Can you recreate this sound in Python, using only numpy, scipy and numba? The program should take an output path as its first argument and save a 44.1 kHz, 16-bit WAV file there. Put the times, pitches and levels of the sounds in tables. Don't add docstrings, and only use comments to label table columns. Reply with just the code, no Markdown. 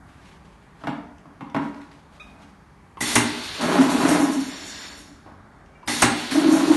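import sys
import numpy as np
from scipy import signal
from scipy.fft import rfft, irfft, next_fast_len
from scipy.io import wavfile
from scipy.ndimage import uniform_filter1d
from numba import njit

SR = 44100
rng = np.random.default_rng(int(sys.argv[2]) if len(sys.argv) > 2 else 0)


def magnitude_from_level(level_db):
    exponent = np.asarray(level_db, float) / 20
    return 10 ** exponent


def waveform_to_disk(signal):
    frames = np.transpose(np.atleast_2d(signal))
    scaled = np.clip(frames, -1, 1) * 32767
    samples = np.round(scaled).astype(np.int16)
    wavfile.write(sys.argv[1], SR, samples)


N = 298201
T = np.arange(N) / SR

# t/s, crack level/dB, thud level/dB, thud delay/ms
PISTON_BLOWS = [
    (3.154, -4.5, -9.5, 9.45),
    (4.089, -17.5, -23, 1),
    (6.02, -5, -9, 5),
]
# t/s, valve block level/dB, push/ms
VALVE_SLAMS = [
    (3.009, -14.5, 14),
    (5.881, -14.5, 19),
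]
# t/s, level/dB, push/ms, f/Hz
PEDAL_CLICKS = [
    (1.41, -30.5, 25, 1020),
    (2.971, -28.5, 8.3, 1080),
    (5.828, -36, 16, 1080),
]
# f/Hz, level/dB, time to fall 60 dB/s
FRAME_MODES = [(708, -2, 0.062), (808, 19.5, 0.15), (910, -4, 0.045), (1230, -4.5, .03), (1433, 2.5, 0.048),
               (1507, -11, 0.12), (2060, -15, 0.0307), (2700, 6.5, 0.035), (3675, -8, 0.0097)]
# f/Hz, level/dB, time to fall 60 dB/s
TABLE_MODES = [(90.6, -15.5, 0.053), (117.7, -7, 0.23), (177.4, -0.5, 0.049), (242, 5, 0.13),
               (296.8, 7, .12), (346.3, 2, 0.11), (401.6, -3.5, 0.28)]
# f/Hz, level/dB, time to fall 60 dB/s
CYLINDER_MODES = [(5100, -17, 0.002), (6750, 8.5, 0.0024), (8200, 6.5, 0.0063), (9170, 5, 0.0052),
                  (10670, -27.5, 0.0032)]
# f/Hz, level/dB, time to fall 60 dB/s
VALVE_MODES = [(670, -8.5, 0.15), (836, 6, 0.077), (906, -10, 0.043), (1354, -7, 0.0084), (2004, -3, .1),
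               (4050, -12, 0.043)]
# f/Hz, level/dB, time to fall 60 dB/s
PEDAL_MODES = [(1020, -7.5, 0.0428), (2035, -14, .03), (2625, -8, 0.036)]

# valve opens t/s, its rush level/dB, piston lands t/s, jet arrives t/s, valve reverses t/s
FILL_CYCLES = [
    (3.006, -0.4, 3.157, 3.6, 4.075),
    (5.875, 0.2, 6.022, 6.3, 7.0),
]
# t/s, level/dB
NOZZLE_SPURTS = [
    (3.82, 2.5),
    (3.91, 3),
    (4.33, -1),
    (4.41, -5.5),
    (4.985, -13),
    (6.53, -2),
]
# f/Hz, level/dB per Hz
VENT_SPECTRUM = [(2650, -32), (4500, -18), (5050, -5), (5400, 4.5), (6190, 3), (7150, 3), (7760, -1.5),
                 (9080, 3.5), (9580, -0.5), (11200, 1.5), (12100, -10.5), (15700, -39), (22000, -120)]
# f/Hz, width/Hz, level/dB
SEAL_WHISTLES = [(2900, 2000, 5), (3553, 120, -4), (3850, 50, -8), (3720, 650, -8), (4340, 910, 3.5)]
# f/Hz, width/Hz, level/dB
RETURN_WHISTLES = [(1920, 500, -1.5), (3620, 90, -3), (4480, 56, 0), (5240, 120, 1), (5740, 37, -0.5),
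                   (6910, 770, 3)]
# f/Hz, width/Hz, level/dB
ROAR_BANDS = [(1050, 240, -4.5), (1642, 165, -1), (2090, 130, -4.5), (2010, 950, -1)]

# centre t/s, peak level/dB, length/s
WATER_SLUGS = [(3.633, -20.5, .06), (3.67, -24.5, .074), (3.806, -5, .057), (3.879, -13, .035),
               (3.902, -19, 0.019), (3.955, -10, 0.0259), (4.054, -9, 0.01955), (4.121, -11.5, 0.056),
               (4.148, -12, 0.0211), (4.204, -11.5, .025), (4.24, -10, .06), (4.3, -11, 0.0199),
               (4.387, -14.5, .064), (6.329, -20, .035), (6.359, -11.5, 0.0237), (6.382, -7, 0.0356),
               (6.433, -17, 0.0185), (6.447, -10.5, 0.0199), (6.467, -7, .028), (6.492, -3.5, 0.0196),
               (6.525, -4.5, 0.0322), (6.545, -10.5, 0.02403), (6.602, -15, 0.0288), (6.637, -13, 0.0303),
               (6.686, -10.5, .019), (6.712, -3, 0.0308), (6.731, -7.5, 0.0197)]
# t/s, level/dB
JET_FLOW = [
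    [(3.58, -36), (3.65, -23.5), (3.8, -20.5), (3.87, -25), (4.1, -21.5), (4.2, -24), (4.28, -29.5),
     (4.57, -43), (4.9, -70)],
    [(6.3, -36.5), (6.36, -30), (6.5, -23.5), (6.55, -24), (6.62, -28.5), (6.76, -24)],
]
# f/Hz, level/dB, time to fall 60 dB/s
WET_BUCKET_MODES = [(168, -21.5, 0.7), (207.4, -10.5, 0.4), (248, -3.5, 0.063), (276, 5.5, 0.076),
                    (326, 3.5, 0.035), (369, -3, 0.15), (427, -7.5, 0.13)]
# f/Hz, level/dB, time to fall 60 dB/s
RIM_MODES = [(645.5, 0, 0.075), (712, 1.5, 0.032), (848, 5, 0.031), (985, 2, 0.042), (1080, 3.5, 0.027),
             (1290, 10, 0.0095), (1446, -1, 0.014), (1777, 5, 0.0063), (2340, -3, 0.0066)]
# f/Hz, level/dB, time to fall 60 dB/s
EMPTY_BUCKET_MODES = [(145.3, -5, 0.1), (202.4, -7, 0.31), (245, -7.5, 0.26), (287.6, 3, 0.13),
                      (337, -16.5, 0.21), (450, -16, 0.051)]
# t/s, level/dB, scratch against the rim level/dB, push/ms, struck part f/Hz
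BUCKET_BUMPS = [
    (0.814, -40, -10, 14, 848),
    (0.837, -25, -34, 17, 1110),
    (0.871, -15.5, -38, 8.8, 910),
    (0.893, -30.5, -6.5, 4.8, 670),
    (1.256, -36.5, -33, 9, 806),
    (1.408, -25, -46, 9.4, 1086),
    (1.546, -13, -21.5, 10, 990),
    (1.564, -14, -45, 9.2, 1080),
    (5.258, -39.5, -22, 23, 636),
]
# t/s, rim level/dB, boom level/dB, push/ms, f/Hz
SHOE_SCUFF = [
    (5.262, -36.5, -52, 40, 695),
]

# multiple of its pitch, level/dB
SOLE_HARMONICS = [(1, -11), (2, -3.5), (3, -12), (5, -27)]
# multiple of its pitch, level/dB
HINGE_HARMONICS = [(4, -22), (5, -3), (6, -10), (7, -23)]
# t/s, peak level/dB, f/Hz
SMALL_TICKS = [(0.33, -51, 2410), (1.183, -44.5, 2894), (1.4984, -41.5, 2980), (1.7449, -38, 2200),
               (1.8156, -39, 2184), (1.915, -39, 2120), (2.401, -53, 2460), (4.9907, -37, 4560),
               (5.661, -49, 2740)]
# t/s, level/dB, attack/s, hold/s
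CLOTH_MOVES = [(0.02, -60, 0.069, 0.1), (0.188, -56, 0.091, .03), (0.435, -66.5, .02, 0.35),
               (0.76, -57.5, 0.05, .02), (1.602, -52, 0.022, .03), (1.804, -59, 0.007, .01),
               (1.908, -63, .006, 0.027), (2.097, -58.5, 0.042, 0.016), (2.196, -55, 0.0032, .01),
               (2.381, -56.5, 0.035, 0.018)]
# f/Hz, level/dB per Hz
HALL_SPECTRUM = [(15, -36), (25, -12.5), (54, -3.5), (101, -5.5), (121, -12.5), (157, -5), (277, -12.5),
                 (602, -19), (667, -18.5), (910, -15), (1980, -25), (2430, -30.5), (2700, -34.5),
                 (10100, -45.5), (12100, -49), (15700, -87), (22000, -120)]
# f/Hz, time to fall 60 dB/s
ROOM_DECAY = [(60, 0.34), (300, 0.72), (1000, 0.71), (3000, 0.6), (10000, 0.32)]
# f/Hz, level/dB
MIC_RESPONSE = [(25, -10), (60, 0), (400, 0), (490, -4), (600, 0), (12000, 0)]
# f/Hz, level/dB
BAND_DROPS = [(2200, -9), (4600, -1), (4950, 2), (5300, -.5), (7900, 1), (9000, .5), (10200, 3.5),
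              (11000, 1.5)]

# frame level/dB, table level/dB, cylinder level/dB, push/ms, f/Hz
CRACK = (-10, -32, -0.5, 8.5, 1501)
THUD = (1.5, 0.5, -14.5, 5.5, 1508.5)
SLAM_TABLE_DB, SLAM_CRACK_DB, SLAM_HZ = -22, -23.5, 1960

# vent level/dB, seal level/dB, roar level/dB, attack/s, fall/dB per s
OPENING = (-29.5, -28.5, -35, -0.08, 400)
LANDING = (-19.5, -19, -12, -0.14, 278.5)
PUSHING = (-44.5, -34, -44.5, 0.06, 67)
SPRAYING = (-34, -47, -40.5, 0.5, 74)
REVERSING = (-30.5, -34.5, -31.5, .015, 198.5)
RETURNING = (-50.5, -42, -46.5, 0.03, 73)
SPITTING = (-32.5, -33, -31, 0, 89)
DRIBBLING = (-36, -42, -44, .015, 160)
PUFF_S, SPRAY_ON_S, RETURN_S = 0.08, 0.13, 0.78
SHUDDER_DB, SHUDDER_RISE_S, SHUDDER_FALL_DB_S = -36, 0.05, 72

DRUM_DB, SPLASH_DB = -1, -0.5
TRICKLE_DB, SPLASH_FADE = -30.5, 1.6
EMPTY_HZ, FULL_HZ, FILL_S = 256.8, 303.3, 0.69
SLUG_SCATTER = 0.027
FIRST_SAG, FIRST_S = 0.32, .03
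BOOM_DB = -1.5
RUSTLE_FALL_DB_S = 86
HALL_DB = -48.5
DROP_DB, BUSY_DB, CALM_DB = -3.5, -86, -62


def machine():
    def blow(s, db, kind):
        *body_dbs, push_ms, hz = kind
        return (s, *(db + body_db for body_db in body_dbs), push_ms, hz)

    blows = []
    for s, crack_db, thud_db, late_ms in PISTON_BLOWS:
        blows.append(blow(s, crack_db, CRACK))
        blows.append(blow(s + late_ms / 1000, thud_db, THUD))
    slams = [(s, db, SLAM_TABLE_DB, SLAM_CRACK_DB, push_ms, SLAM_HZ) for s, db, push_ms in VALVE_SLAMS]
    knocks = strike(blows, FRAME_MODES, TABLE_MODES, CYLINDER_MODES)
    knocks = knocks + strike(slams, VALVE_MODES, TABLE_MODES, CYLINDER_MODES)
    return radiate(knocks + strike(PEDAL_CLICKS, PEDAL_MODES), low_hz=80)


def air():
    power, shake, back = 0, 0, 0
    for opens, rush_db, lands, jet, turns in FILL_CYCLES:
        power = power + (magnitude_from_level(rush_db) * stage(OPENING, opens, lands)) ** 2
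        stages = [(LANDING, lands, lands), (PUSHING, lands, turns), (SPRAYING, jet, turns + SPRAY_ON_S),
                  (REVERSING, turns, turns + PUFF_S), (RETURNING, turns, turns + RETURN_S),
                  (SPITTING, jet + .01, jet + 0.027)]
        power = power + sum(stage(*row) ** 2 for row in stages)
        shake = shake + magnitude_from_level(SHUDDER_DB) * envelope(opens, SHUDDER_RISE_S, lands, SHUDDER_FALL_DB_S)
        back = back + magnitude_from_level(1.7) * np.clip((T - turns - .21) / 0.26, 0, 1) * (T < turns + 1.3)
    power = power + sum((magnitude_from_level(db) * stage(DRIBBLING, s - .02, s)) ** 2 for s, db in NOZZLE_SPURTS)
    vent, seal, roar = np.sqrt(power)
    hiss = level(colour(rng.standard_normal(N), VENT_SPECTRUM)) * magnitude_from_level(1.6 * walk(30))
    whistle = bands(SEAL_WHISTLES) + back * bands(RETURN_WHISTLES)
    trembling = ring(rng.standard_normal(N), TABLE_MODES[3:])
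    shudder = shake * level(radiate(trembling, low_hz=180))
    return vent * hiss + seal * whistle + roar * bands(ROAR_BANDS) + shudder


def stage(kind, s, until_s):
    *dbs, attack_s, fall_db_s = kind
    return np.array([magnitude_from_level(db) for db in dbs])[:, None] * envelope(s, attack_s, until_s, fall_db_s)


def water():
    flow_db = np.max([np.interp(T, *np.transpose(rows), left=-200, right=-200) for rows in JET_FLOW], axis=0)
    drum = magnitude_from_level(flow_db + DRUM_DB)
    splash = magnitude_from_level(flow_db + SPLASH_DB + SPLASH_FADE * np.minimum(flow_db - TRICKLE_DB, 0))
    sizes = magnitude_from_level(np.minimum(2.5 * rng.exponential(size=(2, N)), 8))
    landed = rng.random((2, N)) < 2500 / SR
    drops = rng.standard_normal((2, N)) * sizes * landed
    floor = level(ring(drops[0], WET_BUCKET_MODES))
    wall = level(ring(drops[1] * magnitude_from_level(1.5 * walk(20)), RIM_MODES))
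    return radiate(drum * floor + splash * wall + slugs(), low_hz=155)


def slugs():
    out = np.zeros(N + SR)
    for (s, db, length), chance in zip(WATER_SLUGS, rng.standard_normal(len(WATER_SLUGS))):
        empty = np.exp(-(s - JET_FLOW[0][0][0]) / FILL_S)
        hz = (FULL_HZ - (FULL_HZ - EMPTY_HZ) * empty) * (1 + SLUG_SCATTER * chance)
        since_jet = min(abs(s - rows[0][0]) for rows in JET_FLOW)
        hz *= 1 - FIRST_SAG * np.exp(-since_jet / FIRST_S)
        t = T[:int(max(1.3 * length, .01) * SR)]
        swell = np.abs(np.sin(np.pi * t / t[-1])) ** 3.4
        out[int(s * SR) - len(t) // 2:][:len(t)] += magnitude_from_level(db) * swell * np.sin(2 * np.pi * hz * t)
    return out[:N]


def bucket():
    scratch = [(2700, 19, 0.005), (4300, -29, 0.0022), (7040, -21, .001)]  # f/Hz, level/dB, 60 dB fall/s
    rows = [(s, db, db + BOOM_DB, db + scratch_db, push_ms, hz)
            for s, db, scratch_db, push_ms, hz in BUCKET_BUMPS]
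    bumps = strike(rows, RIM_MODES, EMPTY_BUCKET_MODES, scratch)
    return radiate(bumps + strike(SHOE_SCUFF, RIM_MODES, EMPTY_BUCKET_MODES), low_hz=115)


def squeak(orders, start_s, length_s, db, hz, fall, waver):
    t = np.clip((T - start_s) / length_s, 0, 1)
    phase = 2 * np.pi * np.cumsum(hz * (1 - fall * t + waver * walk(300))) / SR
    shape = np.abs(np.sin(np.pi * t ** .6)) ** .5 * (t < 1) * magnitude_from_level(db + 3 * walk(120))
    return shape * sum(magnitude_from_level(order_db) * np.sin(k * phase) for k, order_db in orders)


def ticks():
    out, t = np.zeros(N), T[:SR // 20]
    for s, db, hz in SMALL_TICKS:
        burst = rng.standard_normal(len(t)) * np.exp(-t / 0.0037)
        click = ring(burst, [(hz, 0, .004), (1.9 * hz, -4, .002)])
        out[int(s * SR):][:len(t)] += click * magnitude_from_level(db) / np.abs(click).max()
    return out


def clothes():
    grains = rng.standard_normal(N) * magnitude_from_level(1.94 * walk(60.13))
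    cloth = level(colour(grains, [(1000, -1.5), (2500, 0), (6000, -10.5), (11500, -18.5), (13000, -57)]))
    return cloth * sum(magnitude_from_level(db) * envelope(s, attack_s, s + attack_s + hold_s, RUSTLE_FALL_DB_S)
                       for s, db, attack_s, hold_s in CLOTH_MOVES)


def workshop():
    noise = 0
    for hz in 30 * 2 ** np.arange(0, 9, .5):
        edges = [(hz / 1.42, -40), (hz / 1.19, -3), (hz * 1.19, -3), (hz * 1.42, -40)]
        noise = noise + colour(rng.standard_normal(N), edges) * magnitude_from_level(1.57 * walk(4.6))
    return level(colour(noise, HALL_SPECTRUM), HALL_DB)


def room(x):
    t, tail = T[:SR], 0
    decay_hz, decay_s = np.transpose(ROOM_DECAY)
    for hz in 60 * 2 ** np.arange(8):
        edges = [(hz / 2, -40), (hz / 1.4, -3), (hz, 0), (hz * 1.4, -3), (hz * 2, -40)]
        t60 = np.interp(np.log(hz), np.log(decay_hz), decay_s)
        tail = tail + colour(rng.standard_normal(SR), edges) * magnitude_from_level(-60 * t / t60)
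    modes = rfft(tail)
    size = np.abs(modes)
    limit = np.minimum(1, 1.1 * uniform_filter1d(size, size=120) / size)
    tail = irfft(modes * limit, SR) * (t < .9)
    tail = tail * (1 - np.exp(-(t / 0.007) ** 2))
    return signal.fftconvolve(x, tail / np.sqrt(np.sum(tail ** 2) * 2))[:N]


def strike(rows, *bodies):
    out, t = np.zeros(N + SR), T[:SR // 2]
    for s, *dbs, push_ms, spot_hz in rows:
        rattle = rng.standard_normal(len(t)) * np.exp(-t / (max(push_ms, .5) / 1000))
        shove = t * np.exp(-t / .0006)
        near = [(hz, db - 11.0 * np.log2(hz / spot_hz) ** 2, min(t60, .025)) for hz, db, t60 in bodies[0]]
        for db, modes, drive in zip(dbs, (near, *bodies[1:]), (rattle, shove, rattle)):
            sound = ring(drive, modes)
            if drive is shove:
                sound = sound * (1 - np.exp(-t / 0.0088))
            out[int(s * SR):][:len(t)] += sound * magnitude_from_level(db) / np.abs(sound).max()
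    return out[:N]


@njit
def resonate(x, pole):
    y, z = np.empty(len(x)), 0j
    for i in range(len(x)):
        z = z * pole + x[i]
        y[i] = z.imag
    return y


def ring(x, modes):
    out = 0
    for hz, db, t60 in modes:
        pole = np.exp((2j * np.pi * hz - np.log(1000) / t60) / SR)
        out = out + magnitude_from_level(db) * resonate(x, pole)
    return out


def bands(peaks):
    out = 0
    for hz, width_hz, db in peaks:
        flicker = magnitude_from_level(db + 1.3 * walk(25))
        t60 = np.log(1000) / (np.pi * width_hz)
        out = out + flicker * level(ring(rng.standard_normal(N), [(hz, 0, t60)]))
    return level(out)


def radiate(x, low_hz):
    return signal.sosfilt(signal.butter(4, low_hz, "high", fs=SR, output="sos"), x)


def envelope(s, attack_s, until_s, fall_db_s):
    rise = np.clip((T - s) / max(attack_s, .001), 0, 1)
    return rise * magnitude_from_level(-abs(fall_db_s) * np.maximum(T - until_s, 0))


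def walk(rate):
    k = int(SR / rate)
    steps = np.repeat(rng.standard_normal(N // k + 1), k)
    return 1.4 * uniform_filter1d(uniform_filter1d(steps, k), k)[:N]


def level(x, db=0):
    return x * magnitude_from_level(db) / np.sqrt(np.mean(x ** 2))


def colour(x, points):
    size = next_fast_len(len(x))
    hz, db = np.transpose(points)
    gain = magnitude_from_level(np.interp(np.log(np.fft.rfftfreq(size, 1 / SR) + 1), np.log(hz), db))
    return irfft(rfft(x, size) * gain, size)[:len(x)]


def scene():
    hits = machine() + bucket() + ticks()
    sole = squeak(SOLE_HARMONICS, start_s=2.198, length_s=.036, db=-33.5, hz=1215, fall=-.01, waver=.022)
    hinge = squeak(HINGE_HARMONICS, start_s=5.74, length_s=.1, db=-54, hz=465, fall=0, waver=.004)
    puffs, jet = air(), water()
    wet = magnitude_from_level(-2) * hits + magnitude_from_level(-6.5) * (sole + hinge) + magnitude_from_level(-8.5) * puffs + magnitude_from_level(-8.0) * jet
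    return (hits + sole + hinge + puffs + jet + room(wet) + workshop() + clothes())[None]


def starve(x):
    hz, _, z = signal.stft(x, SR, "hann", 2048, 1024)
    power = np.abs(z[:-1]) ** 2 + 1e-20
    narrow = 10 * np.log10(uniform_filter1d(power.reshape(128, 8, -1).mean(1), size=2))
    wide = uniform_filter1d(narrow, size=11, axis=0)
    chance = 2.9 * uniform_filter1d(rng.standard_normal(narrow.shape), size=3)
    ready = np.interp(hz[4::8], *np.transpose(BAND_DROPS), left=-40, right=0)[:, None]
    ready = ready + np.clip((CALM_DB - wide) / 6, -1.5, 1.5)
    silent = (narrow - wide < DROP_DB + ready + chance) & (wide > BUSY_DB)
    z[:-1] *= ~np.repeat(silent, 8, axis=0)
    return signal.istft(z, SR, "hann", 2048, 1024)[1][:N]


def top_cut(x):
    return signal.sosfilt(signal.butter(12, 12230, fs=SR, output="sos"), x)


def record(dry):
    heard = np.tanh(1.053 * colour(dry[0], MIC_RESPONSE)) / 1.167
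    mix = starve(heard)[None]
    return top_cut(mix)


dry = scene()
out = record(dry)
waveform_to_disk(out)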